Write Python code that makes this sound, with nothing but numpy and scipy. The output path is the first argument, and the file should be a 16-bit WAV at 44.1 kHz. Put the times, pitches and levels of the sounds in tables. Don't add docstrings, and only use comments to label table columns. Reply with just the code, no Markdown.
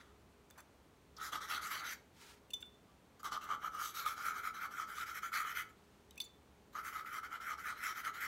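import sys
import numpy as np
from scipy import signal
from scipy.fft import rfft, irfft, next_fast_len
from scipy.io import wavfile
from scipy.ndimage import uniform_filter1d

SR = 44100
rng = np.random.default_rng(int(sys.argv[2]) if len(sys.argv) > 2 else 0)


def master(y):
    cut = np.clip(np.atleast_2d(y).T, -1, 1)
    pcm = np.round(cut * 32767)
    wavfile.write(sys.argv[1], SR, pcm.astype(np.int16))


def invert_db(level):
    return 10 ** (np.asarray(level, dtype=float) / 20)


N = 364707

# frequency in Hz, level in dB per Hz.
AIR = [(13, -63), (22, -32), (49, -8), (70, -3), (92, -8), (164, -7.5), (194, -7), (408, -11), (669, -15),
       (835, -15.5), (1370, -19), (1620, -22), (2440, -24.5), (12100, -36), (15900, -39.5)]
AIR_DB = -66
# centre in Hz, width in Hz, change in dB.
MIC_DIPS = [(5000, 500, -3), (10550, 800, -4.5)]
# pitch in Hz, width in Hz, level in dB.
HUM = [(69, 6, -76), (415, 4, -77.5)]
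# frequency in Hz, time to fall 60 dB in seconds.
ROOM = [(500, 1), (1300, 0.3), (4000, 0.29), (12000, 0.18)]
EDGE_HZ = 15830

# time in seconds, rise in ms, fall in ms, level in dB.
SWISHES = [
    (2.263, 76, 76, -60),
    (2.9, 25, 47, -80),
    (.25, 80, 80, -103),
    (5.8, 49, 280, -78),
]
# frequency in Hz, level in dB per Hz.
CLOTH = [(470, -35), (800, -8), (965, 2), (1050, -14), (1210, -1.5), (5360, -7), (15900, -20.5)]

# start in seconds, rasp in dB, pot ring in dB, contact in ms.
CLINKS = [(.501, -59, -82, 4), (.508, -50, -64, 3.1), (0.575, -55, -76, 25), (.604, -50, -78, 4.5),
          (2.504, -51, -62, 5.6), (2.51, -60, -74, 3.8), (2.5336, -46, -34, 4.5), (2.535, -41, -66, 8.9),
          (2.603, -56.5, -87, 25), (2.625, -49, -53, 1.7), (2.652, -65, -62.5, 19), (2.742, -76, -69, 6.5),
          (6.108, -49.5, -79, 4), (6.157, -59, -73, 3.2), (6.176, -48, -60, 7.8),
          (6.2019, -35.5, -34.5, 4.3), (6.21, -44, -43.5, 12), (6.238, -54, -57, 19), (6.325, -76, -66, 24)]
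POT_HZ = [3526, 3524, 3552, 6090, 7470, 3020]
# level in dB, time to fall 60 dB in seconds.
POT_MODES = [(7.5, 0.062), (-17, 0.52), (-33, .2), (-22, .12), (-24, .09), (-24, .2)]
# frequency in Hz, level in dB per Hz.
RASP = [(1200, -12), (2500, 14), (4000, 10.5), (8000, 10.5), (15900, 9)]
# frequency in Hz, width in Hz, rise in dB.
RIM = [(3550, 250, 6), (4450, 250, 7), (6110, 250, 11), (7650, 300, 10), (9000, 300, 5), (10900, 400, 9),
       (13900, 400, 8), (15400, 400, 7)]
# start in seconds, pitch in Hz, level in dB, contact in ms.
CLACKS = [(.578, 6130, -67, 33), (.578, 4400, -69, 16), (.578, 7500, -66, 22), (.606, 11200, -63, 3.7),
          (2.504, 2810, -53.5, 2.8), (2.507, 2580, -63, 3.2), (2.536, 2980, -48.5, 8.2),
          (2.504, 6100, -64, 7.1), (2.504, 7000, -62, 5.5), (2.504, 4370, -68, 6), (2.537, 7060, -57, 6),
          (6.177, 5900, -62, 6), (2.538, 6070, -44.5, 4.5), (2.624, 2780, -53, 2.5), (2.625, 3555, -42, 4),
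          (2.625, 2290, -61, 2.6), (2.625, 1460, -58.5, 4.2), (2.61, 7460, -63, 22), (2.882, 1170, -69, 33),
          (6.163, 2170, -69, 6.4), (6.169, 2370, -59, 5.4), (6.177, 2560, -48.5, 4.7),
          (6.177, 7600, -59, 6), (6.177, 10600, -67, 5), (6.203, 990, -65, 7.3), (6.108, 3850, -62, 6),
          (6.108, 3050, -65, 6), (6.235, 7400, -62, 18), (6.255, 4550, -64, 12), (6.209, 4490, -51, 9.6),
          (6.213, 6070, -48.5, 5.1), (6.243, 7000, -58.5, 18), (6.238, 10600, -65, 15)]
# start in seconds, pitch in Hz, level in dB, contact in ms.
SCUFFS = [
    (.505, 1400, -59, 11),
    (.501, 6700, -57, 4.4),
    (.553, 1300, -62, 25),
    (.572, 895, -54, 30),
    (.585, 2200, -62, 25),
    (.577, 1425, -54.5, 34),
    (1.164, 5040, -50, 16),
    (6.201, 4040, -38, 6.4),
]
NOTE_WIDTH_HZ, NOTE_DAMPING = 144, 0.013
SCUFF_WIDTH_HZ, SCUFF_DAMPING = 340, 0.23

# time of top speed in seconds, length in ms,
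# pressure in dB, scratch in dB re pressure.
BITES = [(.004, 18, -59.5, -6.5), (.04, 76, -68.5, -8), (1.336, 35, -40.5, -8), (1.423, 35, -45.5, -6.5),
         (1.577, 27, -47.5, -28), (1.637, 55, -46, -3.5), (1.722, 42.5, -40.5, -5), (3.253, 28.4, -41, -10),
         (3.33, 32, -40.5, -9), (3.424, 31, -49.5, -8.5), (3.969, 56, -49.5, 2.5), (4.067, 28, -36.5, -10),
         (4.11, 26, -44.5, -8), (4.192, 62, -44.5, -11), (4.554, 37, -46, -11), (4.728, 50, -49, -11.5),
         (4.899, 55, -47, -11), (5.08, 42, -46, -8.5), (5.24, 39, -45.5, -9.5), (5.406, 19, -41.5, -9),
         (6.733, 11, -71, 5), (6.765, 38, -43, -13.5), (7.068, 26, -47.5, -12), (7.242, 26.5, -45, -15),
         (7.417, 28, -47.5, -10.5), (7.591, 31, -48.5, -10.5), (8.154, 42, -50, -6.5)]
LOOPS = [(1.25, 35, -44, -5.5), (1.53, 40.3, -39.5, -5.5), (1.837, 43, -45, -16), (1.888, 41, -60.5, 13),
         (3.203, 7.7, -55.5, -7), (3.518, 30.5, -38.5, -17.5), (3.814, 36, -41, -15.5),
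         (3.848, 49, -52, 4.5), (4.014, 72, -45, -23), (4.271, 23, -43, -7.5), (4.278, 44, -39.5, -16.5),
         (4.374, 31, -42.5, -13.5), (4.463, 31, -40, -14), (4.635, 30, -39.5, -16.5),
         (4.801, 36, -41.5, -14), (4.988, 31, -48, -4), (5.019, 19.5, -40, -13.5), (5.362, 28.5, -36, -9),
         (5.457, 27, -44.5, -18), (5.491, 34, -45, -7.5), (5.583, 32, -43, -6), (5.699, 12, -70, -0.5),
         (6.871, 27.4, -43, -9.5), (6.963, 43.4, -44.5, -12), (7.34, 30, -45, -14.5),
         (7.685, 39.4, -41, -13), (7.867, 45.4, -40.5, -8.5), (7.984, 27.7, -44.5, -8),
         (8.068, 26, -39.5, -12), (8.239, 30, -42, -7.5)]
STOPS = [(1.218, 30, -50, -11), (1.79, 41, -55, 4), (1.932, 9.3, -50.5, 0), (3.477, 28, -51, -17),
         (3.665, 37, -40, -17.5), (3.763, 31, -47, -12), (5.178, 28.5, -45, -6.5),
         (7.169, 47.5, -43, -12.5), (7.513, 54, -42, -13), (7.794, 34, -51.5, -8), (8.216, 37, -48, -27)]
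BITE_RISE, LOOP_RISE, STOP_FALL = 0.35, 0.86, 0.49
SQUARENESS = 2.84
# start in seconds, end in
# seconds, second bend in dB at the start, the same at the end, lean on the counter in dB.
RUNS = [
    (0, .1, 2, -12, -1),
    (1.16, 1.953, -15, -0.5, 2.5),
    (3.19, 5.724, -20.5, -1.5, 1),
    (6.733, 8.27, -9.5, -2, 1),
]
EASE_DB = -4.5

# time in seconds, unloaded first bend in Hz,
# tilt from -1 (flat and heavy) to +1 (steep and light).
GRIP = [(.1, 1230, -0.74), (1.4, 1294, -0.068), (1.7, 1270, 0.032), (1.96, 1410, -0.39),
        (3.18, 1220, -0.56), (3.6, 1250, -0.12), (4.03, 1303, 0.63), (4.18, 1350, 0.06), (4.32, 1330, 0.44),
        (4.7, 1330, -0.11), (5.0, 1370, 0.51), (5.6, 1310, 0.79), (6.72, 1300, 0.62), (7.1, 1310, 0.73),
        (7.27, 1390, -0.0046), (7.6, 1310, 0.11), (7.9, 1330, 0.57), (8.15, 1383, -0.045)]
# time in seconds, swing from 0 to 1.
TOPS = [(1.03, 0.3), (1.252, 0.8), (1.487, 0.4), (1.681, 0), (1.941, 0.8), (3.268, 0.22), (3.452, 0.2),
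        (3.649, 0.1), (3.826, 0.5), (3.986, 0), (4.111, 0.2), (4.255, .6), (4.45, 0.3), (4.629, 0.64),
        (4.77, 0.55), (4.954, 0), (5.178, 0.23), (5.353, 0), (5.567, 0.5), (5.76, 0.7), (6.66, 1),
        (6.86, 0.5), (7.11, 0.3), (7.275, 0.05), (7.47, 0.63), (7.643, 0.95), (7.837, 0.74), (7.99, 0.1),
        (8.221, 0.65), (8.4, .8)]
SWING_HZ, SWING_LEAD_TURNS, SWING_TILT = 110, 0.084, 0.92
SAG_HZ, FULL_PRESSURE_DB = 47, -39

BEND_WIDTHS_HZ = (205, 796)
BEND_FLOOR_HZ = 1157
SECOND_HZ, SECOND_TILT_HZ, SECOND_TILT_DB = 1760, 166, 4.5
# frequency in Hz, level in dB per Hz.
PAPER_BODY = [(120, -4), (300, -0.5), (550, -2), (900, 6), (1450, 10.5), (2400, -13.5), (3500, -33)]
WEIGHT_DB, WEIGHT_TILT_DB = -13, -7
# frequency in Hz, level in dB per Hz.
SCRATCH = [(1470, -78), (2600, -7), (3130, -7.5), (3620, -8), (3950, -8.5), (4790, -11.5), (6040, -10),
           (9470, -20.5), (10100, -17.5), (11900, -15.5), (15900, -24)]
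TINES_HZ = [3110, 3500, 3930, 4550, 5520, 6110, 6960, 7600, 10330, 11750, 12100, 12800, 13400, 15600]
TINES_NEAR_DB = [0, 1, 4, 2, 3.5, 6, 5, 2, 5.5, 6, 6.5, 5.5, 5.5, 6]
TINES_FAR_DB = [0, 4, 7.5, 5.5, 1, 7, 4.5, 6, 5.5, 6, 5, 3, 3, 5]
TINE_WIDTH_HZ, STRETCHED_UNTIL_S = 200, 2.5
BRIGHT_DB_PER_OCTAVE = 4.5
# time in seconds, pitch in Hz, level in dB re pressure.
TWIST = [(1.25, 3200, -25), (1.53, 3190, -18), (1.9, 3180, -32), (3.3, 3120, -17.5), (3.52, 3050, -20),
         (3.8, 3010, -23), (3.98, 3000, -17), (4.08, 3100, -27.5), (4.8, 3140, -20), (5.0, 2980, -22),
         (5.25, 3070, -15.5), (5.37, 3020, -20), (5.59, 3010, -9.5), (6.77, 2980, -24), (7.3, 3030, -19),
         (7.68, 3020, -24.5), (7.87, 3030, -19), (8.23, 3030, -16.5)]
# time in seconds, pitch in Hz, level in dB re pressure.
CLIP = [(1.25, 1850, -19), (1.53, 1950, -13.5), (1.73, 2010, -11.5), (1.92, 2010, -9), (3.3, 2040, -18),
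        (3.8, 2150, -21), (4.08, 2180, -13), (4.28, 2160, -19), (4.47, 2090, -12), (4.801, 2080, -19),
        (5.17, 2130, -14), (5.37, 2110, -26), (5.6, 2050, -18), (6.8, 2010, -20), (7.3, 2030, -15),
        (7.68, 2000, -15.5), (7.88, 2010, -24), (8.23, 1950, -9)]
TWIST_WIDTH_HZ, CLIP_WIDTH_HZ = 530, 340

# start in seconds, tick in dB, hum in dB.
SNAGS = [(1.166, -56, -74), (1.184, -49, -47.5), (1.2132, -52, -38), (1.3239, -41, -61), (3.196, -59, -62),
         (3.2312, -39, -42.5), (3.253, -41, -35), (3.32, -52, -34), (3.3649, -51, -33), (3.375, -45, -33),
         (3.442, -43, -53), (3.503, -61, -29.5), (3.813, -52, -33.5), (3.818, -52, -30), (4.062, -40, -29),
         (5.2309, -45, -36), (5.319, -59, -39), (5.4488, -51, -35), (5.6994, -66, -70), (6.7344, -63, -65),
         (6.7521, -60, -37.5), (7.0474, -53, -42), (7.231, -56, -41.5), (1.417, -56, -41),
         (3.645, -56, -32.5), (3.749, -41, -37.5), (4.243, -54, -39), (5.155, -53, -43), (4.433, -54, -41),
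         (4.612, -54, -41), (3.489, -57, -38), (3.796, -54, -35.5), (7.401, -58, -42), (7.829, -54, -37.5)]
# start in seconds, level in dB, pitch in Hz.
SLIPS = [(1.2616, -44, 1350), (1.3297, -33, 1213), (1.3544, -34, 1250), (1.5007, -33, 1300),
         (1.5115, -38, 1370), (1.5472, -37, 1290), (1.5586, -46, 1360), (1.578, -35.5, 1380),
         (1.669, -43, 1360), (1.713, -36, 1260), (1.842, -44, 1510), (3.3275, -45, 1200),
         (3.5107, -33, 1290), (3.5472, -33, 1300), (3.6597, -35, 1313), (3.8563, -38, 1294),
         (3.9928, -37, 1370), (4.0756, -47, 1240), (4.177, -42, 1330), (4.255, -39, 1370),
         (4.2635, -31, 1335), (4.2835, -30, 1330), (4.297, -37, 1345), (4.306, -37, 1350),
         (4.388, -43, 1400), (4.4622, -42, 1340), (4.4722, -33.5, 1290), (4.6455, -40, 1306),
         (4.7968, -32, 1295), (4.8212, -36, 1284), (4.9815, -36.5, 1255), (5.014, -43, 1380),
         (5.03, -44, 1335), (5.2601, -39, 1450), (5.3272, -39, 1347), (5.3376, -33, 1290),
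         (5.3482, -38, 1330), (5.3599, -31, 1370), (5.3713, -31, 1266), (5.4015, -33, 1294),
         (5.4286, -35, 1310), (5.5126, -40, 1440), (5.571, -34.5, 1440), (5.6213, -41.5, 1370),
         (6.9534, -36, 1290), (6.9596, -38, 1276), (6.9666, -38, 1246), (6.9942, -39, 1246),
         (7.1845, -36, 1320), (7.2455, -41, 1386), (7.328, -39, 1360), (7.3537, -40, 1420),
         (7.5359, -36.5, 1225), (7.683, -38, 1430), (7.703, -38, 1410), (7.836, -37, 1450),
         (7.866, -42, 1325), (8.048, -43, 1410), (8.0752, -49, 1360), (8.0959, -42, 1245)]
SLIP_RISE_S = 0.0029
STICK_MS, STICK_SHARE = 4.3, 0.42
JOLT, JOLT_MS = 0.35, 2.45
PULL, PULL_MS = 0.67, 11


def evened(x):
    return x / np.sqrt(np.mean(x ** 2) + 1e-20)


def peaked(x):
    return x / abs(x).max()


def read(points, hz):
    f, value = np.transpose(points)
    return np.interp(np.log(hz + 1), np.log(f + 1), value)


def coloured(x, points, peaks=()):
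    size = next_fast_len(N)
    hz = np.fft.rfftfreq(size, 1 / SR)
    db = read(points, hz)
    for f, width, rise_db in peaks:
        db = db + rise_db / (1 + (2 * (hz - f) / width) ** 2)
    return evened(irfft(rfft(x, size) * invert_db(db), size)[:N])


def resonate(x, hz, width):
    turn = np.exp(2j * np.pi * np.cumsum(hz * np.ones(len(x))) / SR)
    r = np.exp(-np.pi * width / SR)
    return 2 * (turn * signal.lfilter([1 - r], [1, -r], x / turn)).real


def twice(x, hz, width):
    return resonate(resonate(x, hz, width), hz, width)


def swells(s, rise_ms, fall_ms, db):
    t = np.arange(0, N + 32, 32) / SR
    late = t - s[:, None]
    spread = np.where(late < 0, rise_ms[:, None], fall_ms[:, None]) / 1000
    bells = np.exp(-abs(late / spread) ** SQUARENESS)
    power = (invert_db(db)[:, None] ** 2 * bells).sum(0)
    return np.interp(np.arange(N) / SR, t, np.sqrt(power))


def add(mix, s, sound):
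    part = mix[round(s * SR):][:len(sound)]
    part += sound[:len(part)]


def fibres(clump_ms, clump_db):
    clumps = evened(uniform_filter1d(rng.standard_normal(N), round(clump_ms * SR / 1000)))
    return evened(rng.standard_normal(N) * invert_db(clump_db * clumps))


def air():
    out = invert_db(AIR_DB) * coloured(rng.standard_normal(N), AIR, MIC_DIPS)
    for hz, width, db in HUM:
        out += invert_db(db) * evened(resonate(rng.standard_normal(N), hz, width))
    return out


def kitchen(x):
    taps = np.zeros(SR // 2)
    at = np.arange(150, SR // 2 - 20, 20)
    taps[at + rng.integers(0, 20, len(at))] = rng.choice([-1., 1.], len(at))
    hz, t, z = signal.stft(taps, SR, nperseg=256)
    decay = invert_db(-60 * t / read(ROOM, hz)[:, None])
    tail = signal.istft(z * decay, SR, nperseg=256)[1]
    return signal.fftconvolve(x, tail / np.linalg.norm(tail))[:N]


def sleeve():
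    return coloured(fibres(clump_ms=13.0, clump_db=1.5), CLOTH) * swells(*np.transpose(SWISHES))


def contact(puff, ms):
    u = np.arange(len(puff)) * 1000 / SR / ms
    return puff * np.minimum(u / .15, 1) * np.exp(-u ** 3)


def pot_ring():
    t = np.arange(SR // 2) / SR
    return peaked(sum(invert_db(db - 60 * t / t60) * np.sin(2 * np.pi * hz * t)
                      for hz, (db, t60) in zip(POT_HZ, POT_MODES)))


def pot():
    out, rasp, body = np.zeros(N), np.zeros(N), pot_ring()
    in_step = np.sin(2 * np.pi * POT_HZ[0] * np.arange(2500) / SR)
    for s, rasp_db, ring_db, ms in CLINKS:
        add(rasp, s, contact(np.ones(2500), ms) * invert_db(rasp_db - 7))
        push = contact(in_step + 0.7 * rng.standard_normal(2500), ms)
        add(out, s, peaked(signal.fftconvolve(push, body)) * invert_db(ring_db + 0.5))
    return out + rasp * coloured(fibres(clump_ms=0.89, clump_db=-3.0), RASP, RIM)


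def nib_on_rim():
    out = np.zeros(N)
    kinds = ((CLACKS, NOTE_WIDTH_HZ, NOTE_DAMPING), (SCUFFS, SCUFF_WIDTH_HZ, SCUFF_DAMPING))
    for table, base_hz, damping in kinds:
        for s, hz, db, ms in table:
            width = base_hz + damping * hz
            tone = np.sin(2 * np.pi * hz * np.arange(2500) / SR)
            bounce = rng.standard_normal(2500) + 40 / width * tone
            add(out, s, peaked(twice(contact(bounce, ms), hz, 1.2 * width)) * invert_db(db + 2.5))
    return out


def strokes():
    shapes = ((BITES, BITE_RISE, 1), (LOOPS, LOOP_RISE, 1), (STOPS, 1, STOP_FALL))
    return np.transpose([(s, rise * ms, fall * ms, db, scratch_db) for table, rise, fall in shapes
                         for s, ms, db, scratch_db in table])


def swing(t, lead=0.):
    s, size = np.transpose(TOPS)
    turns = np.interp(t, s, np.arange(len(s))) + lead
    return np.interp(t, s, size) * np.cos(2 * np.pi * turns)


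def tilt_at(t):
    when, _, steep = np.transpose(GRIP)
    return np.interp(t, when, steep) + SWING_TILT * swing(t)


def jumps(ms):
    s = np.transpose(SLIPS)[0] + SLIP_RISE_S
    spread = np.full(len(s), ms)
    return np.minimum(swells(s, spread, spread, 0 * s), 1)


def sticking():
    caught = [s - .0055 for s, _, hum_db in SNAGS if hum_db > -46]
    s = np.array([row[0] for row in SLIPS] + caught)
    ms = np.full(len(s), STICK_MS)
    return 1 - STICK_SHARE * np.minimum(swells(s + 0.0028, ms, ms, 0 * s), 1)


def first_bend():
    s, rise, fall, db, _ = strokes()
    t = np.arange(N) / SR
    when, hz, _ = np.transpose(GRIP)
    sag = SAG_HZ * swells(s, rise, fall, db - FULL_PRESSURE_DB)
    bend = np.interp(t, when, hz) + SWING_HZ * swing(t, SWING_LEAD_TURNS) - sag
    slip_s, _, slip_hz = np.transpose(SLIPS)
    return bend + PULL * jumps(PULL_MS) * (np.interp(t, slip_s, slip_hz) - bend)


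def snags(bend):
    out, t = np.zeros(N), np.arange(800) / SR
    for s, db, hum_db in SNAGS:
        puff = np.diff(rng.standard_normal(800), prepend=0)
        tick = puff * np.exp(-t / .0012) * invert_db(min(db, -41) - 8)
        kick = (t / 0.0023) * np.exp(1 - t / 0.0022) * invert_db(hum_db + 1)
        add(out, s, tick + kick * np.sin(2 * np.pi * bend[round(s * SR)] * t))
    return out


def slips():
    out, t = np.zeros(N), np.arange(900) / SR
    u = t / SLIP_RISE_S
    for s, db, hz in SLIPS:
        add(out, s, np.sin(2 * np.pi * hz * t) * u ** 2 * np.exp(2 - 2 * u) * invert_db(db))
    return out


def crackle(per_s, spread_db):
    chance, size, sign = rng.random((N, 3)).T
    clicks = (chance < per_s / SR) * invert_db(-spread_db * np.log(size + 0.013))
    return evened(clicks * np.sign(sign - .5))


def rider(grain, curve, width):
    t = np.arange(N) / SR
    when, hz, db = np.transpose(curve)
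    return evened(twice(grain, np.interp(t, when, hz), width)) * invert_db(np.interp(t, when, db))


def shifting(x, patchy_db):
    hz, t, z = signal.stft(x, SR, nperseg=256)
    patches = uniform_filter1d(rng.standard_normal(z.shape), size=3, axis=0)
    patches = evened(uniform_filter1d(patches, size=22, axis=1))
    octaves = np.log2((hz[:, None] + 1) / 7000).clip(-2, 2)
    gain = invert_db(octaves * BRIGHT_DB_PER_OCTAVE * tilt_at(t) + patchy_db * patches)
    power = (abs(z) ** 2).mean(1, keepdims=True)
    gain /= np.sqrt((power * gain ** 2).sum(0) / power.sum())
    return signal.istft(z * gain, SR, nperseg=256)[1][:N]


def tine_scratch(grain):
    near, far = (coloured(grain, SCRATCH, [(hz, TINE_WIDTH_HZ, db) for hz, db in zip(TINES_HZ, tines_db)])
                 for tines_db in (TINES_NEAR_DB, TINES_FAR_DB))
    return shifting(np.where(np.arange(N) / SR < STRETCHED_UNTIL_S, far, near), patchy_db=3.4)


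def first_hum(drag, pressure, bend):
    width = BEND_WIDTHS_HZ[0]
    hum = twice(drag * pressure * sticking(), bend, width) / np.std(twice(drag, 1300, width))
    floor = signal.butter(N=6, Wn=BEND_FLOOR_HZ, btype="high", fs=SR, output="sos")
    return signal.sosfilt(floor, hum)


def nib(bend):
    s, rise, fall, first_db, scratch_db = strokes()
    pressure = swells(s, rise, fall, first_db - .5)
    speed = swells(s, rise, fall, first_db + scratch_db - .5)
    t, runs = np.arange(N) / SR, np.array(RUNS)
    tilt, run_s = tilt_at(t), runs[:, :2].ravel()
    second_db = np.interp(t, run_s, runs[:, 2:4].ravel()) + SECOND_TILT_DB * tilt
    lean_db = np.interp(t, run_s, (runs[:, 4:] + [0, EASE_DB]).ravel())

    drag = fibres(clump_ms=7.9, clump_db=0.5)
    grain = fibres(clump_ms=1.1, clump_db=1.5) + invert_db(-8) * crackle(per_s=500., spread_db=-3.0)
    grain = evened(grain) * (1 + JOLT * jumps(JOLT_MS))

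    weight = invert_db(WEIGHT_DB + lean_db + WEIGHT_TILT_DB * tilt)
    body = coloured(drag, PAPER_BODY, [(857, 110, 4.1)]) * pressure * weight
    second = evened(twice(grain, SECOND_HZ + SECOND_TILT_HZ * tilt, BEND_WIDTHS_HZ[1]))
    second *= invert_db(second_db - 3.0) * np.hypot(0.74 * pressure, 1.4 * speed)
    riders = rider(grain, TWIST, TWIST_WIDTH_HZ) + rider(grain, CLIP, CLIP_WIDTH_HZ)
    return first_hum(drag, pressure, bend) + body + second + tine_scratch(grain) * speed + riders * pressure


def scene():
    bend = first_bend()
    pen = nib(bend) + snags(bend) + slips()
    clinks = pot() + nib_on_rim()
    reflections = kitchen(invert_db(-10.5) * pen + invert_db(-12.0) * clinks)
    return np.tile(air() + reflections + sleeve() + clinks + pen, (2, 1))


def band_limit(x):
    return signal.sosfilt(signal.butter(12, 16490, fs=SR, output="sos"), x)


def record(dry):
    edge = signal.firwin(1023, EDGE_HZ, window=("kaiser", 9), fs=SR)
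    mix = signal.oaconvolve(dry, edge[None], "same")
    return band_limit(mix)


dry = scene()
out = record(dry)
master(out)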